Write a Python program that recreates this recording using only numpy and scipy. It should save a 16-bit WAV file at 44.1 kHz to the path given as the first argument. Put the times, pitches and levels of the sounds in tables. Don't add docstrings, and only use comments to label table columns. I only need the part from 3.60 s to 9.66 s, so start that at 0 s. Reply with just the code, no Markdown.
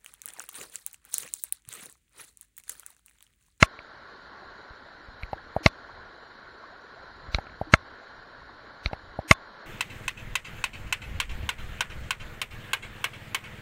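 import sys
import numpy as np
from scipy import signal
from scipy.fft import rfft, irfft, next_fast_len
from scipy.io import wavfile
from scipy.ndimage import uniform_filter1d, map_coordinates

SR = 44100
rng = np.random.default_rng(int(sys.argv[2]) if len(sys.argv) > 2 else 0)


def volts_from_decibels(level):
    exponent = np.asarray(level, float) / 20
    return 10 ** exponent


def output_pcm(signal):
    pcm = np.clip(np.atleast_2d(signal).T, -1, 1) * 32767
    wavfile.write(sys.argv[1], SR, np.round(pcm).astype(np.int16))


N = 267187


def unit(x):
    return x / np.sqrt(np.mean(x ** 2) + 1e-20)


def along(points, hz):
    f, v = np.transpose(points)
    return np.interp(np.log(hz + 1), np.log(f + 1), v)


def filtered(x, response):
    m = next_fast_len(N + 8192)
    return irfft(rfft(x, m) * response(np.fft.rfftfreq(m, 1 / SR)), m)[:N]


def shaped_noise(x, spectrum):
    return unit(filtered(x, lambda f: volts_from_decibels(along(spectrum, f))))


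def wobble(rate):
    return map_coordinates(rng.standard_normal(N // 1000 + 4), [np.arange(N) * rate / SR])


def blurred(shape, bins, frames):
    field = uniform_filter1d(rng.standard_normal(shape), size=bins, axis=0)
    return unit(uniform_filter1d(field, size=frames, axis=1))


def patchy(depth_db):
    z = signal.stft(rng.standard_normal(N + 512), nperseg=512)[2]
    gain = volts_from_decibels(depth_db * blurred(z.shape, bins=5, frames=8))
    return signal.istft(z * gain, nperseg=512)[1][:N]


def add(track, s, sound):
    part = track[max(round(s * SR), 0):][:len(sound)]
    part += sound[:len(part)]


def bubble(t, hz, cycles):
    life = t * hz / cycles
    tone = np.sin(2 * np.pi * hz * t * (1 + .06 * life))
    return tone * np.exp(-life) * (1 - np.exp(-6 * life))


def froth(count, hz, cycles, spread_db):
    when, pitch, size = rng.random(count), rng.standard_normal(count), rng.exponential(size=count)
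    step = np.arange(500)
    pitches = hz * np.exp(.6 * pitch)[:, None]
    grains = volts_from_decibels(spread_db * size)[:, None] * bubble(step / SR, pitches, cycles)
    places = (when * N).astype(int)[:, None] + step
    return unit(np.bincount(places.ravel(), grains.ravel())[:N])


def ring(modes, t, contact):
    on = np.maximum(t, 0)
    tones = 0
    for hz, db, t60 in modes:
        decay = volts_from_decibels(db + rng.normal(0, 1) - 60 * on / t60)
        tones = tones + decay * np.sin(2 * np.pi * hz * on)
    return tones * (1 - np.exp(-on / contact))


def contacts(rows, air, parts):
    sign, hz, lag, rise, fall, jerk_db, width, contact = air
    lead = .02
    out, t = np.zeros(N), np.arange(SR // 6) / SR - lead
    late = t - lag
    swell = np.where(late < 0, np.exp(-(late / rise) ** 2), np.exp(-late / fall))
    slowing = late / (1 + 30 * np.abs(late))
    jerk = volts_from_decibels(jerk_db) * np.exp(-(t / width) ** 2)
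    squeeze = swell * np.cos(2 * np.pi * hz * slowing) - jerk
    for s, air_db, *part_db in rows:
        shake = sum(volts_from_decibels(db) * ring(part, t, contact) for db, part in zip(part_db, parts))
        add(out, s - lead, sign * (volts_from_decibels(air_db) * squeeze - shake))
    return out


def levels(rows, follow):
    s, hard_db, lean_db = np.transpose(rows)
    air, lid, chink = [db + gain * (hard_db - hard_db.mean()) for db, gain in follow]
    chink = chink + .6 * lean_db
    return np.transpose([s, air, lid, hard_db - lean_db, hard_db + lean_db, chink])


# (frequency [Hz], density [dB per Hz])
ROAR_SPECTRUM = [(70, -40), (120, -11), (162, -13), (214, -7.5), (560, -6.5), (780, -8), (1110, -3),
                 (1240, -4), (1430, .8), (1750, -4), (2100, -12.5), (2550, -22), (3200, -42), (6000, -120)]
# (frequency [Hz], density [dB per Hz])
SPRAY_SPECTRUM = [(2000, -30), (2750, -12), (3050, -6), (3520, -8), (4130, 1.5), (4330, -4), (4500, -3),
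                  (4750, -11), (5350, -15), (6050, -18), (6270, -25), (6500, -19), (7150, -19), (8000, -46)]
# (frequency [Hz], width [Hz], depth [0-1])
SHELL_NOTCH = (1225, 45, .55)
ROAR_DB, SPRAY_DB = -48.9, -60.7


def waterfall():
    hz, width, depth = SHELL_NOTCH

    def through(f):
        notch = 1 - depth / (1 + ((f - hz) / width) ** 4)
        return volts_from_decibels(along(ROAR_SPECTRUM, f)) * notch

    bubbles = froth(count=3500, hz=1100, cycles=3, spread_db=1.6)
    roar = unit(filtered(unit(patchy(depth_db=.7)) + .22 * bubbles, through))
    spray = shaped_noise(patchy(depth_db=.9), SPRAY_SPECTRUM)
    surge = wobble(3)
    roar_gain = volts_from_decibels(ROAR_DB + .5 * surge + .6 * wobble(14))
    return roar_gain * roar + volts_from_decibels(SPRAY_DB + .3 * surge) * spray


def effort():
    reach_s, ease_s = .1, .4
    t = np.arange(N) / SR
    starts = [-ease_s] + [row[0] - reach_s for row in PRESS_TIMES]
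    held = sum((t > a) & (t < row[0]) for a, row in zip(starts, SNAP_TIMES))
    return uniform_filter1d(held * 1., size=round(ease_s * SR))


# (frequency [Hz], density [dB per Hz])
GRIP_SPECTRUM = [(8, -20), (15, 0), (43, -2), (70, 0), (135, -7), (220, -18), (400, -120)]
GRIP_DB, SQUEEZE_DB = -62.5, 8


def hand_rumble():
    noise = shaped_noise(rng.standard_normal(N), GRIP_SPECTRUM)
    grip = unit(volts_from_decibels(3 * wobble(9)) * noise)
    return volts_from_decibels(GRIP_DB + SQUEEZE_DB * effort()) * grip


# (time [s], hardness [dB], lean from shell toward tick [dB])
SNAP_TIMES = [
    (.0268, 5.2, 1),
    (2.0612, -2.7, 4.2),
    (4.1378, 4, -3),
    (5.7112, 4, 4),
]
# (sign, frequency [Hz], peak after contact [s], rise [s], fall [s],
# jerk [dB], jerk width [s], contact time [s])
SNAP_THUMP = (1, 90, .002, .0018, .006, 1.5, .0012, .001)
# (level at usual hardness [dB], gain per dB of hardness [dB])
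SNAP_COUPLING = [(-8, .02), (-3.4, .15), (-3.5, .25)]
# (frequency [Hz], level [dB], t60 [s])
LID_MODES = [(650, 0, .025), (800, -1.5, .017)]
# (frequency [Hz], level [dB], t60 [s])
SHELL_MODES = [(1370, 0, .016), (1600, 0, .012)]
# (frequency [Hz], level [dB], t60 [s])
TICK_MODES = [(2130, 4, .012), (2620, -1, .010)]
# (frequency [Hz], level [dB], t60 [s])
DOOR_MODES = [(1130, -8, .026), (1077, -38, .15)]
# (frequency [Hz], level [dB], t60 [s])
PIN_MODES = [(3545, -25, .03), (3528, -44, .12)]
# (frequency [Hz], level [dB], t60 [s])
CHINK_MODES = [(3530, -8, .008), (4080, 1, .009), (4550, -3, .008), (5420, -5, .008)]
# (frequency [Hz], level [dB], t60 [s])
GLINT_MODES = [(6280, -8, .008), (9500, -27, .004), (13000, -28, .004)]


def snaps():
    parts = (LID_MODES, SHELL_MODES, TICK_MODES + DOOR_MODES + PIN_MODES, CHINK_MODES + GLINT_MODES)
    return contacts(levels(SNAP_TIMES, SNAP_COUPLING), SNAP_THUMP, parts)


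# (time [s], air [dB], lid [dB], shell [dB], tick [dB])
TOUCH_TIMES = [
    (.1905, -47, -42, -38, -31),
    (1.107, -40, -52, -60, -60),
    (1.486, -38, -60, -60, -60),
    (1.627, -50, -50, -42, -40),
    (3.687, -32, -40, -50, -60),
    (3.8683, -56, -37, -35, -41),
    (3.897, -58, -56, -48, -47),
    (5.313, -52, -34, -52, -60),
]
# (sign, frequency [Hz], peak after contact [s], rise [s], fall [s],
# jerk [dB], jerk width [s], contact time [s])
PRESS_THUMP = (-1, 72, .0025, .005, .011, -20, .0003, .00025)
# (frequency [Hz], level [dB], t60 [s])
FINGER_MODES = [(330, -4, .014), (650, -1, .02), (820, -3, .015)]
# (frequency [Hz], level [dB], t60 [s])
PAD_TICK_MODES = [(2250, 7, .007)]


def touches():
    return contacts(TOUCH_TIMES, PRESS_THUMP, (FINGER_MODES, SHELL_MODES, PAD_TICK_MODES))


# (time [s], peak level [dB], frequency [Hz])
GLUG_TIMES = [
    (.83, -47, 700),
    (1.779, -35, 1490),
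    (3.037, -38, 1020),
    (3.122, -45, 650),
    (3.366, -43, 622),
    (4.892, -44, 1100),
]


def glugs():
    out, t = np.zeros(N), np.arange(SR // 10) / SR
    for s, db, hz in GLUG_TIMES:
        add(out, s, volts_from_decibels(db + 1.5) * bubble(t, hz, cycles=9))
    return out


# (time [s], hardness [dB], lean from shell toward tick [dB])
PRESS_TIMES = [
    (1.6334, -30.5, 5),
    (3.7465, -18.5, 3),
    (5.2597, -21, 4),
]
# (frequency [Hz], level [dB], t60 [s])
GRIT_MODES = [(8600, -34, .006), (9800, -33, .006), (11000, -32, .006), (12200, -33, .006),
              (13600, -33, .006)]


def scrapes():
    rows = [(row[0] - .006, -np.inf, -17) for row in PRESS_TIMES]
    return contacts(rows, PRESS_THUMP, (GRIT_MODES,))


# (level at usual hardness [dB], gain per dB of hardness [dB])
PRESS_COUPLING = [(-20.5, .82), (-31, 1.5), (-20.5, 1.95)]
# (frequency [Hz], level [dB], t60 [s])
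PAD_CHINK_MODES = [(3980, 2.5, .006), (5420, -12, .007)]


def presses():
    parts = (FINGER_MODES, SHELL_MODES, PAD_TICK_MODES, PAD_CHINK_MODES)
    return contacts(levels(PRESS_TIMES, PRESS_COUPLING), PRESS_THUMP, parts)


# (time [s], hardness [dB], lean from shell toward tick [dB])
SEAT_TIMES = [
    (1.7311, -32, 1.5),
    (3.7851, -27, -4),
    (5.3315, -25, -.5),
]
# (sign, frequency [Hz], peak after contact [s], rise [s], fall [s],
# jerk [dB], jerk width [s], contact time [s])
SEAT_THUMP = (-1, 90, .0025, .0015, .007, .5, .0005, .0012)
# (level at usual hardness [dB], gain per dB of hardness [dB])
SEAT_COUPLING = [(-29.5, .47), (-14.5, -.4), (-32, .75)]
# (frequency [Hz], level [dB], t60 [s])
HELD_LID_MODES = [(640, -7, .022), (790, 0, .019)]


def seats():
    parts = (HELD_LID_MODES + GRIT_MODES, SHELL_MODES + DOOR_MODES, TICK_MODES, CHINK_MODES)
    return contacts(levels(SEAT_TIMES, SEAT_COUPLING), SEAT_THUMP, parts)


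# (time [s], hardness [dB], lean from shell toward tick [dB])
UNSEAT_TIMES = [
    (1.9643, -33, -5),
    (4.0137, -46, .1),
    (5.5899, -52, .1),
]
# (sign, frequency [Hz], peak after contact [s], rise [s], fall [s],
# jerk [dB], jerk width [s], contact time [s])
UNSEAT_THUMP = (1, 90, .0025, .0015, .006, .5, .0007, .0022)
# (level at usual hardness [dB], gain per dB of hardness [dB])
UNSEAT_COUPLING = [(-24.3, .13), (-9, .42), (-55, .3)]
# (frequency [Hz], level [dB], t60 [s])
FREED_LID_MODES = [(650, -.5, .018), (750, -2.5, .017)]


def unseats():
    parts = (FREED_LID_MODES + GRIT_MODES, SHELL_MODES + DOOR_MODES, TICK_MODES, CHINK_MODES)
    return contacts(levels(UNSEAT_TIMES, UNSEAT_COUPLING), UNSEAT_THUMP, parts)


# (time [s], peak level [dB], t60 [s])
TWANG_TIMES = [
    (2.005, -39, .14),
    (4.068, -39, .14),
    (5.645, -40, .15),
]
SPRING_HZ = 312


def spring():
    out, t = np.zeros(N), np.arange(SR // 4) / SR
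    for s, db, t60 in TWANG_TIMES:
        add(out, s, volts_from_decibels(db) * ring([(SPRING_HZ, 0, t60)], t, contact=.003))
    return out


def scene():
    water = waterfall() + glugs()
    button = snaps() + touches() + scrapes() + presses() + seats() + unseats() + spring()
    return (water + hand_rumble() + button)[None]


# (frequency [Hz], threshold re block level [dB])
DEAD_LINES = [(2000, -14), (5000, -8), (6000, 2.5), (8000, 3.5)]
# (frequency [Hz], share [0-1])
LINE_SHARE = [(4500, .95), (6000, .2), (8000, .09), (14500, .07)]
# (frequency [Hz], level [dB])
SHARP_LEVEL = [(5000, 0), (7000, 2.5), (8500, -6), (14500, -12), (15000, -90)]
# (frequency [Hz], level re block level [dB])
SMEAR_LEVEL = [(300, -34), (1000, -23), (2500, -18), (5000, -12), (6500, -7), (9000, -2), (14500, .5),
               (15000, -80)]
# (frequency [Hz], rarity [sigma])
BAND_GAPS = [(2500, 4), (5000, 2.2), (6200, 1.2), (7900, .6), (8600, 3)]
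RICH_DB = -76
BUSY, BUSY_DB, WEAK_DB = 1.1, -58, -14


def smeared(x):
    block = 1882
    hz, _, z = signal.stft(x, SR, "cosine", nperseg=block)
    level = np.sqrt(np.abs(uniform_filter1d(np.abs(z) ** 2, size=40, axis=0)))
    uneven = unit(uniform_filter1d(rng.standard_normal(z.shape), size=12, axis=0))
    step_db = along(DEAD_LINES, hz)[:, None] + 3.5 * uneven
    kept = z * (np.abs(z) > volts_from_decibels(step_db) * np.minimum(level, volts_from_decibels(RICH_DB)))
    share = np.clip(along(LINE_SHARE, hz), .01, 1)[:, None]
    phase = np.exp(2j * np.pi * rng.random(z.shape))
    lines = (rng.random(z.shape) < share) / np.sqrt(share) * phase
    sharp = volts_from_decibels(along(SHARP_LEVEL, hz))[:, None] * kept
    spread = volts_from_decibels(along(SMEAR_LEVEL, hz))[:, None] * level * lines
    luck = blurred(z.shape, bins=10, frames=4)
    peak = level.max(axis=0)
    busy = (peak > volts_from_decibels(BUSY_DB)) & (level < volts_from_decibels(WEAK_DB) * peak) & (hz > 2100)[:, None]
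    heard = luck < np.where(busy, BUSY, along(BAND_GAPS, hz)[:, None])
    return signal.istft((sharp + spread) * heard, SR, "cosine", nperseg=block)[1][:N]


# (frequency [Hz], density [dB per Hz])
HISS_SPECTRUM = [(7800, -30), (8350, 0), (11300, -2), (11900, -8), (14200, -8), (14500, -40), (16000, -120)]
HISS_DB, CEILING = -86, .94


def microphone(dry):
    hiss = volts_from_decibels(HISS_DB) * shaped_noise(rng.standard_normal(N), HISS_SPECTRUM)
    held = dry / (1 + np.abs(dry / CEILING) ** 12) ** (1 / 12)
    return held[0] + hiss


def band_limit(x):
    return signal.sosfilt(signal.butter(12, 14950, fs=SR, output="sos"), x)


def record(dry):
    mix = smeared(microphone(dry))[None]
    return band_limit(mix)


dry = scene()
out = record(dry)
output_pcm(out)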